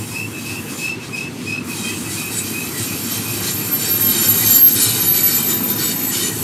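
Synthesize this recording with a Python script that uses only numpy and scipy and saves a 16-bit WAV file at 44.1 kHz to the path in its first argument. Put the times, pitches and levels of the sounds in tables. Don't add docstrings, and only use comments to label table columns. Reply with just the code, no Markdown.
import sys
import numpy as np
from scipy import signal
from scipy.io import wavfile
from scipy.ndimage import uniform_filter1d

SR = 44100
rng = np.random.default_rng(int(sys.argv[2]) if len(sys.argv) > 2 else 0)


def transcribe(u):
    v = np.clip(np.atleast_2d(u).T, -1, 1)
    q = np.round(v * 32767).astype(np.int16)
    wavfile.write(sys.argv[1], SR, q)


N = 283563


def gain_of(db):
    return 10 ** (np.asarray(db) / 20)


def evened(x):
    return x / np.sqrt(np.mean(x ** 2) + 1e-20)


def read(points, hz):
    f, value = np.transpose(points)
    return np.interp(np.log(hz + 1), np.log(f + 1), value)


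def follow(rows, t):
    s, *columns = np.transpose(rows)
    return [np.interp(t, s, c) for c in columns]


def add(mix, s, sound):
    part = mix[round(s * SR):][:len(sound)]
    part += sound[:len(part)]


def wander(count, size):
    smooth = uniform_filter1d(rng.standard_normal(count), size)
    return evened(uniform_filter1d(smooth, size))


def noise(power, patchy_db, size):
    hop = size // 4
    hz = np.fft.rfftfreq(size, 1 / SR)[:, None]
    t = np.arange(N // hop + 5) * hop / SR
    a, b, patches = rng.standard_normal((len(t), len(hz), 3)).T
    patches = uniform_filter1d(np.ascontiguousarray(patches), size=8, axis=0)
    patches = evened(uniform_filter1d(patches, size=12, axis=1))
    spectra = (a + 1j * b) * np.sqrt(power(hz, t)) * gain_of(patchy_db * patches)
    return signal.istft(spectra, nperseg=size, noverlap=size - hop)[1][:N]


def press(t, start, length, rise, fall):
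    coming_on = 1 + np.tanh((t - start) / rise)
    letting_go = 1 - np.tanh((t - start - length) / fall)
    return coming_on * letting_go / 4


SPEED, DISTANCE, NEAREST = 8.48, 12.5, 4.795


def doppler(t):
    along = SPEED * (t - NEAREST)
    return 1 - SPEED / 343 * along / np.hypot(along, DISTANCE)


# time in seconds, scrape level in dB, treble tilt in dB.
LIGHT_CONTACT = [(0, -44.5, 3), (.27, -46.5, 1), (.85, -45, 0), (.97, -44.5, -14), (1.15, -48, -2),
                 (1.3, -46, -8.5), (1.5, -40, -8.5), (1.63, -45.5, -10.5), (1.66, -47, 1),
                 (1.7, -38.5, -0.5), (2.3, -40, 1), (3, -35.5, -1), (3.7, -36, 0.5), (3.9, -32, -0.5),
                 (4.55, -29, 1.5), (4.64, -34.5, 0), (4.72, -33.5, 3.5), (5, -31, 0.5), (5.5, -33, 0),
                 (5.65, -37.5, 2), (6.05, -37, 2), (6.43, -38.5, 6.5)]
# start in seconds, length in seconds, level in dB.
HARD_RUBS = [(.07, 0.15, -44.5), (0.373, 0.069, -42.5), (0.45, 0.12, -39.5), (0.69, 0.068, -40),
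             (0.775, 0.15, -38.5), (1.025, 0.059, -38), (1.155, 0.1, -40), (1.388, 0.2, -47),
             (1.753, 0.089, -37.5), (1.84, 0.08, -37), (2.095, .15, -35.5), (2.313, 0.1, -34.5),
             (2.451, 0.077, -36), (2.77, 0.093, -33), (3.092, 0.1, -33.5), (3.318, 0.086, -34.5),
             (3.427, 0.096, -29.5), (3.792, 0.13, -32), (4.092, 0.17, -30.5), (4.41, 0.19, -29.5),
             (4.665, 0.051, -33), (4.757, .17, -26), (4.944, 0.058, -29), (5.017, 0.037, -29),
             (5.138, 0.076, -28.5), (5.254, 0.048, -31), (5.304, .13, -32.5), (5.492, 0.044, -29),
             (5.682, 0.061, -32.5), (5.783, 0.15, -28.5), (6.118, 0.18, -28.5)]
RUB_RISE_S, RUB_FALL_S = 0.014, 0.02
DULLING = 0.5


def contact(t):
    light_db, treble_db = follow(LIGHT_CONTACT, t)
    hard = sum(gain_of(db) * press(t, s, length, RUB_RISE_S, RUB_FALL_S) for s, length, db in HARD_RUBS)
    rub_db = 10 * np.log10(gain_of(2 * light_db) + hard ** 2)
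    return rub_db, treble_db - DULLING * (rub_db - light_db)


SCATTER_HZ = 8


def mode(hz, centre_hz, width, db):
    strength = gain_of(2 * (db + 1.3 * wander(len(centre_hz), size=5)))
    away = hz - centre_hz - SCATTER_HZ * wander(len(centre_hz), size=3)
    return strength / (1 + (2 * away / width) ** 2) ** 0.96


# frequency in Hz, relative strength in dB per Hz.
HISS_CURVE = [(700, -9), (1500, -16), (2120, -6), (2600, 2), (2860, -7), (3300, 1), (3560, -3), (3950, 0),
              (6000, 2), (9000, 4.5), (12000, -1), (12700, 8), (13100, -11), (14500, 0.5), (16000, -20)]
# frequency in Hz, width in Hz, relative level in dB.
WHEEL_MODES = [(1513, 180, -22.5), (1897, 39, -17), (2296, 30, -18), (2454, 51, -17), (2973, 19, -14.5),
               (3120, 52, -16), (3739, 39, -12), (3860, 140, -19), (4030, 16, -13), (4390, 80, -16.5),
               (4596, 64, -12), (5426, 270, -17), (6295, 89, -12.5), (7116, 61, -7.5), (8010, 220, -12),
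               (8670, 53, -14.5), (8860, 45, -10), (9410, 120, -16.5), (9850, 36, -12), (10250, 77, -18),
               (10630, 130, -15), (11240, 130, -24), (11550, 170, -16)]
# time in seconds, boost in dB.
RING_BOOST = [(0, 21), (1.6, 9), (1.8, 22), (3, 23.5), (4.5, 29.5), (6.43, 30)]
BAND_HZ = [3000, 4900]


def scrape():
    def power(hz, t):
        rub_db, bright_db = contact(t)
        tiny_lift_db = 0.029 * (rub_db - uniform_filter1d(rub_db, size=60))
        ring_db = follow(RING_BOOST, t)[0] + tiny_lift_db
        modes = sum(mode(hz, f * doppler(t), width, db) for f, width, db in WHEEL_MODES)
        field = gain_of(2 * read(HISS_CURVE, hz)) + gain_of(2 * ring_db) * modes
        in_band = (hz[:, 0] > BAND_HZ[0]) & (hz[:, 0] < BAND_HZ[1])
        field = field / uniform_filter1d(field[in_band].sum(0), size=3)
        tilt_db = bright_db * np.clip(np.log2(hz / 4000 + 1e-9) / np.log2(2.6), 0, 1.3)
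        return field * gain_of(2 * tilt_db)

    sound = noise(power, patchy_db=1.4, size=2048)
    band = signal.sosfilt(signal.butter(4, BAND_HZ, "band", fs=SR, output="sos"), sound)
    level_db = np.repeat(contact(np.arange(0, N, 32) / SR)[0], 32)[:N]
    return gain_of(level_db) * sound / band.std()


# middle in seconds, length in seconds, pitch at the middle in Hz, peak level in dB.
SINGING_MOMENTS = [(0.784, 0.11, 7140, -37), (1.878, 0.18, 3170, -33), (1.908, 0.1, 1990, -40),
                   (2.116, 0.1, 9800, -36), (2.382, 0.1, 8040, -23), (2.383, 0.09, 10136, -32),
                   (2.387, 0.054, 7030, -29), (2.108, 0.066, 1980, -36), (2.762, 0.15, 1940, -36.5),
                   (2.82, 0.13, 3900, -39), (2.819, 0.094, 8161, -30), (3.096, 0.16, 7240, -36),
                   (3.11, 0.074, 3870, -36), (3.16, .2, 3150, -39.5), (3.48, 0.055, 4170, -29),
                   (3.504, 0.047, 7300, -29), (3.835, 0.11, 7200, -28), (3.876, 0.064, 8000, -29),
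                   (4.186, 0.037, 8882, -22), (4.231, 0.3, 7200, -26), (4.246, 0.089, 5512, -29),
                   (4.46, 0.26, 3770, -32), (4.45, 0.078, 2450, -32), (4.552, .12, 4610, -28),
                   (3.892, 0.13, 4600, -32), (4.15, 0.16, 3790, -33), (4.428, 0.045, 1985, -28.5),
                   (4.159, 0.19, 3110, -31), (4.487, 0.14, 6250, -29), (4.534, 0.14, 7186, -16.5),
                   (4.68, 0.088, 3840, -34), (4.82, 0.13, 9776, -21), (4.806, 0.087, 3070, -28),
                   (4.821, 0.094, 8021, -27), (4.822, 0.066, 7062, -23), (4.855, 0.18, 8882, -24),
                   (4.86, 0.16, 4100, -24), (3.87, .12, 5500, -33), (4.861, 0.05, 5355, -28),
                   (4.88, 0.16, 3820, -29), (5.05, 0.07, 7080, -29), (5.063, 0.069, 9800, -25),
                   (5.219, 0.19, 7120, -30), (5.205, .06, 2280, -34), (5.294, 0.072, 2260, -32),
                   (5.3, 0.086, 8731, -29), (5.373, 0.084, 7140, -25), (5.385, 0.081, 7918, -28),
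                   (5.513, 0.062, 7060, -26), (5.692, 0.076, 7080, -33), (5.85, 0.08, 7881, -23),
                   (6.02, 0.15, 6860, -35), (6.084, 0.085, 7760, -28), (5.542, 0.1, 3760, -33),
                   (5.072, .16, 3780, -33), (5.33, .2, 4500, -35), (6.13, .08, 4480, -34),
                   (6.203, 0.087, 3640, -33), (6.106, 0.065, 1890, -34), (6.152, .06, 3060, -31),
                   (6.254, 0.24, 3050, -37), (6.245, 0.062, 1910, -30), (6.312, .08, 1890, -30.5),
                   (6.24, 0.09, 7014, -27)]


def sings():
    out = np.zeros(N)
    for s, length, hz, db in SINGING_MOMENTS:
        t = s + np.arange(-length, length, 1 / SR)
        turns = np.cumsum(hz * doppler(t) / doppler(s)) / SR + rng.random()
        swell = np.exp(-.5 * ((t - s) / (0.28 * length)) ** 2)
        loose = np.clip((7000 - hz) / 3000, 0, 1)
        rasp = 1 - .25 * loose + (.25 + .25 * loose) * wander(len(t), size=270)
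        tone = np.sin(2 * np.pi * turns)
        add(out, t[0], np.sqrt(2) * gain_of(db) * swell * rasp * tone)
    return out


# time in seconds, level in dB.
LASTING_SQUEAL = [(2.0, -44), (2.22, -38), (3.1, -32.5), (3.8, -28.5), (4.2, -24), (4.55, -18), (4.8, -27),
                  (5.2, -20.5), (5.75, -27.5), (6, -23.5), (6.17, -29), (6.35, -36), (6.43, -28)]
# start in seconds, length in seconds, level in dB.
FLANGE_BITES = [(3.11, .03, -33), (3.556, .05, -30), (3.724, 0.037, -17), (3.902, 0.067, -18),
                (4.008, .11, -18), (4.21, 0.078, -27), (4.287, 0.032, -13), (4.357, 0.04, -23),
                (4.46, 0.023, -18), (4.504, 0.027, -11.5), (4.55, 0.027, -13), (4.589, 0.049, -13),
                (4.631, 0.055, -7.5), (4.715, 0.034, -19), (4.825, 0.013, -12), (4.885, 0.02, -26),
                (4.994, 0.039, -24), (5.072, 0.053, -13.5), (5.14, .07, -28), (5.236, 0.054, -17),
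                (5.335, 0.042, -20), (5.43, 0.14, -27.5), (5.632, 0.04, -26), (5.7, 0.02, -17),
                (5.8, 0.055, -30), (6.044, .06, -29)]
BITE_RISE_S, BITE_FALL_S = 0.0091, 0.013
SQUEAL_HZ = 12486


def squeal():
    t = np.arange(N) / SR
    turns = np.cumsum(SQUEAL_HZ * doppler(t) + 4.6 * wander(N, size=500)) / SR
    flutter = gain_of(.8 * wander(N, size=400))
    skirt = .09 * wander(N, size=200)
    fade = np.clip((t - LASTING_SQUEAL[0][0]) / 0.23, 0, 1)
    lasting = fade * gain_of(follow(LASTING_SQUEAL, t)[0]) * (1 + 0.38 * wander(N, size=180))
    bites = sum(gain_of(db) * press(t, s, length, BITE_RISE_S, BITE_FALL_S)
                for s, length, db in FLANGE_BITES)
    return np.sqrt(2) * (lasting + bites) * (flutter + skirt) * np.sin(2 * np.pi * turns)


# multiple of the pitch, relative level in dB.
SQUEAK_OVERTONES = [(2, -1), (3, -6)]
SQUEAK_RISE_S, SQUEAK_FALL_S = 0.014, 0.024
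SQUEAK_JITTER_HZ, OVERTONE_FUZZ = 13, .75
SQUEAK_FLUTTER, SQUEAK_HAZE = .65, .22
OVERTONE_FADE_DB = 95
HOARSE_PER_DB, CLEAR_DB = .045, -23


def squeak(start, length, db, first_hz, climb, sag_db, overtones_db):
    t = np.arange(-.06, length + .12, 1 / SR)
    held = np.clip(t, 0, length)
    level = gain_of(db + sag_db * held) * press(t, 0, length, SQUEAK_RISE_S, SQUEAK_FALL_S)
    turns = np.cumsum(first_hz + climb * held + SQUEAK_JITTER_HZ * wander(len(t), size=300)) / SR
    tone = np.sin(2 * np.pi * turns)
    for k, k_db in SQUEAK_OVERTONES:
        strength = gain_of(overtones_db + k_db - OVERTONE_FADE_DB * (k - 1.5) * held)
        fuzz = OVERTONE_FUZZ * wander(len(t), size=170)
        tone = tone + strength * np.sin(2 * np.pi * k * turns + fuzz)
    loose = np.clip(held / 0.039, .3, 1)
    flutter = 1 + SQUEAK_FLUTTER * loose * wander(len(t), size=220)
    hoarse = SQUEAK_HAZE * loose + HOARSE_PER_DB * max(CLEAR_DB - db, 0)
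    haze = hoarse * wander(len(t), size=110) * np.cos(2 * np.pi * turns)
    sound = np.sqrt(2) * level * (flutter * tone + haze)
    return max(start + t[0], 0), sound[t + start >= 0]


# start in seconds, length in seconds, level in dB, first pitch in Hz, climb in Hz per second,
# level change in dB per second (negative sags), level of the overtones in dB.
WHEEL_SQUEAKS = [(.01, 0.041, -39, 2590, -300, -40, -20), (0.118, 0.058, -36, 2540, 0, 0, -2),
                 (0.151, 0.11, -25, 2577, 856, -43, -13), (0.337, 0.065, -33.5, 2620, -900, -17, -16),
                 (0.452, .15, -33, 2560, 652, 14, -8), (0.673, 0.037, -34, 2590, -300, -42, -20),
                 (0.787, .034, -31.5, 2566, 0, 100, -15), (0.818, .12, -23.5, 2560, 796, -21, -12),
                 (1.01, 0.038, -34, 2610, -700, -60, -20), (1.137, 0.16, -21.5, 2518, 697, -95, -9.5),
                 (1.475, 0.13, -22.5, 2505, 793, -49, -10.5), (1.693, 0.059, -30.5, 2540, -300, -40, -20),
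                 (1.838, .15, -27, 2486, 772, -87, -14), (2.053, 0.023, -29, 2590, -300, -40, -22),
                 (2.172, 0.15, -29, 2480, 694, -27, -16), (2.39, 0.11, -37, 2560, -500, -40, -20),
                 (2.539, 0.17, -27, 2485, 902, -93, -14), (2.878, 0.099, -31, 2490, 770, -70, -18),
                 (3.247, 0.1, -34, 2490, 770, -25, -16), (3.6, 0.11, -39, 2500, 500, -30, -16)]


def squeaks():
    out = np.zeros(N)
    for row in WHEEL_SQUEAKS:
        add(out, *squeak(*row))
    return out


# time in seconds, pitch in Hz, level in dB.
FAINT_WHINES = [
    [(0, 12805, -53), (.5, 12800, -52), (1, 12795, -54), (1.1, 12790, -70)],
    [(0, 12570, -55), (.7, 12550, -49), (.9, 12540, -66), (1.7, 12590, -62), (2.2, 12590, -45),
     (3, 12520, -44), (4, 12470, -39), (4.6, 12480, -42), (5.3, 12530, -38), (6, 12435, -39),
     (6.43, 12420, -40)],
]


def whines():
    out = np.zeros(N)
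    for rows in FAINT_WHINES:
        t = np.arange(rows[0][0], rows[-1][0], 1 / SR)
        hz, db = follow(rows, t)
        tone = np.sin(2 * np.pi * np.cumsum(hz) / SR)
        add(out, t[0], np.sqrt(2) * gain_of(db) * wander(len(t), size=450) * tone)
    return out


# time in seconds, then levels in dB of the rumble, the boom of the hollow cars, the rails' roar.
ROLLING_LEVELS = [(0, -31, -33, -37.5), (.25, -30.5, -35, -40), (.5, -30.5, -36.5, -36.5),
                  (1, -30.5, -40, -39), (1.5, -30, -40, -38.5), (2, -29.5, -39, -36),
                  (2.5, -29.5, -37.5, -37), (3, -28.5, -35.5, -35.5), (3.5, -28, -33, -34.5),
                  (3.9, -28, -35, -34.5), (4.2, -26.5, -30, -33), (4.5, -26.5, -35, -33.5),
                  (4.65, -27.5, -38, -35.5), (4.9, -27.5, -31, -34.5), (5.3, -27, -39, -34),
                  (5.7, -26, -34, -34.5), (6, -27, -44, -34.5), (6.43, -27, -32, -35)]
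# frequency in Hz, relative strength in dB per Hz.
RUMBLE_CURVE = [(20, -56), (54, -53), (75, -14), (95, -9), (146, -1), (200, -2), (240, 2.5), (273, -2.5),
                (335, -2), (450, -10.5), (614, -20.5), (900, -29), (1500, -50)]
ROAR_CURVE = [(250, -32), (500, -11), (800, 2), (1200, 1), (1800, -2.5), (2800, -1), (3500, -8),
              (6000, -35), (15000, -44)]
BOOM_HZ, BOOM_WIDTH = 107.7, 12


def rolling():
    def boom_power(hz, t):
        return (1 + (2 * (hz - BOOM_HZ) / BOOM_WIDTH) ** 2) ** -2 + 0 * t

    rumble_db, boom_db, roar_db = follow(ROLLING_LEVELS, np.arange(N) / SR)
    rumble = noise(lambda hz, t: gain_of(2 * read(RUMBLE_CURVE, hz)) + 0 * t, patchy_db=1.25, size=4096)
    boom = noise(boom_power, patchy_db=1.0, size=4096)
    roar = noise(lambda hz, t: gain_of(2 * read(ROAR_CURVE, hz)) + 0 * t, patchy_db=2.0, size=1024)
    low = gain_of(rumble_db) * evened(rumble) + gain_of(boom_db) * evened(boom)
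    return low + gain_of(roar_db) * evened(roar)


def scene():
    mix = scrape() + sings() + squeal() + squeaks() + whines() + rolling()
    return np.array([mix, mix])


EDGE_HZ = 15680


def record(dry):
    rounded = dry / (1 + np.abs(dry / .95) ** 6) ** (1 / 6)
    low_pass = signal.firwin(1023, EDGE_HZ, window=("kaiser", 9), fs=SR)
    return signal.oaconvolve(rounded, low_pass[None], "same")


dry = scene()
out = record(dry)
transcribe(out)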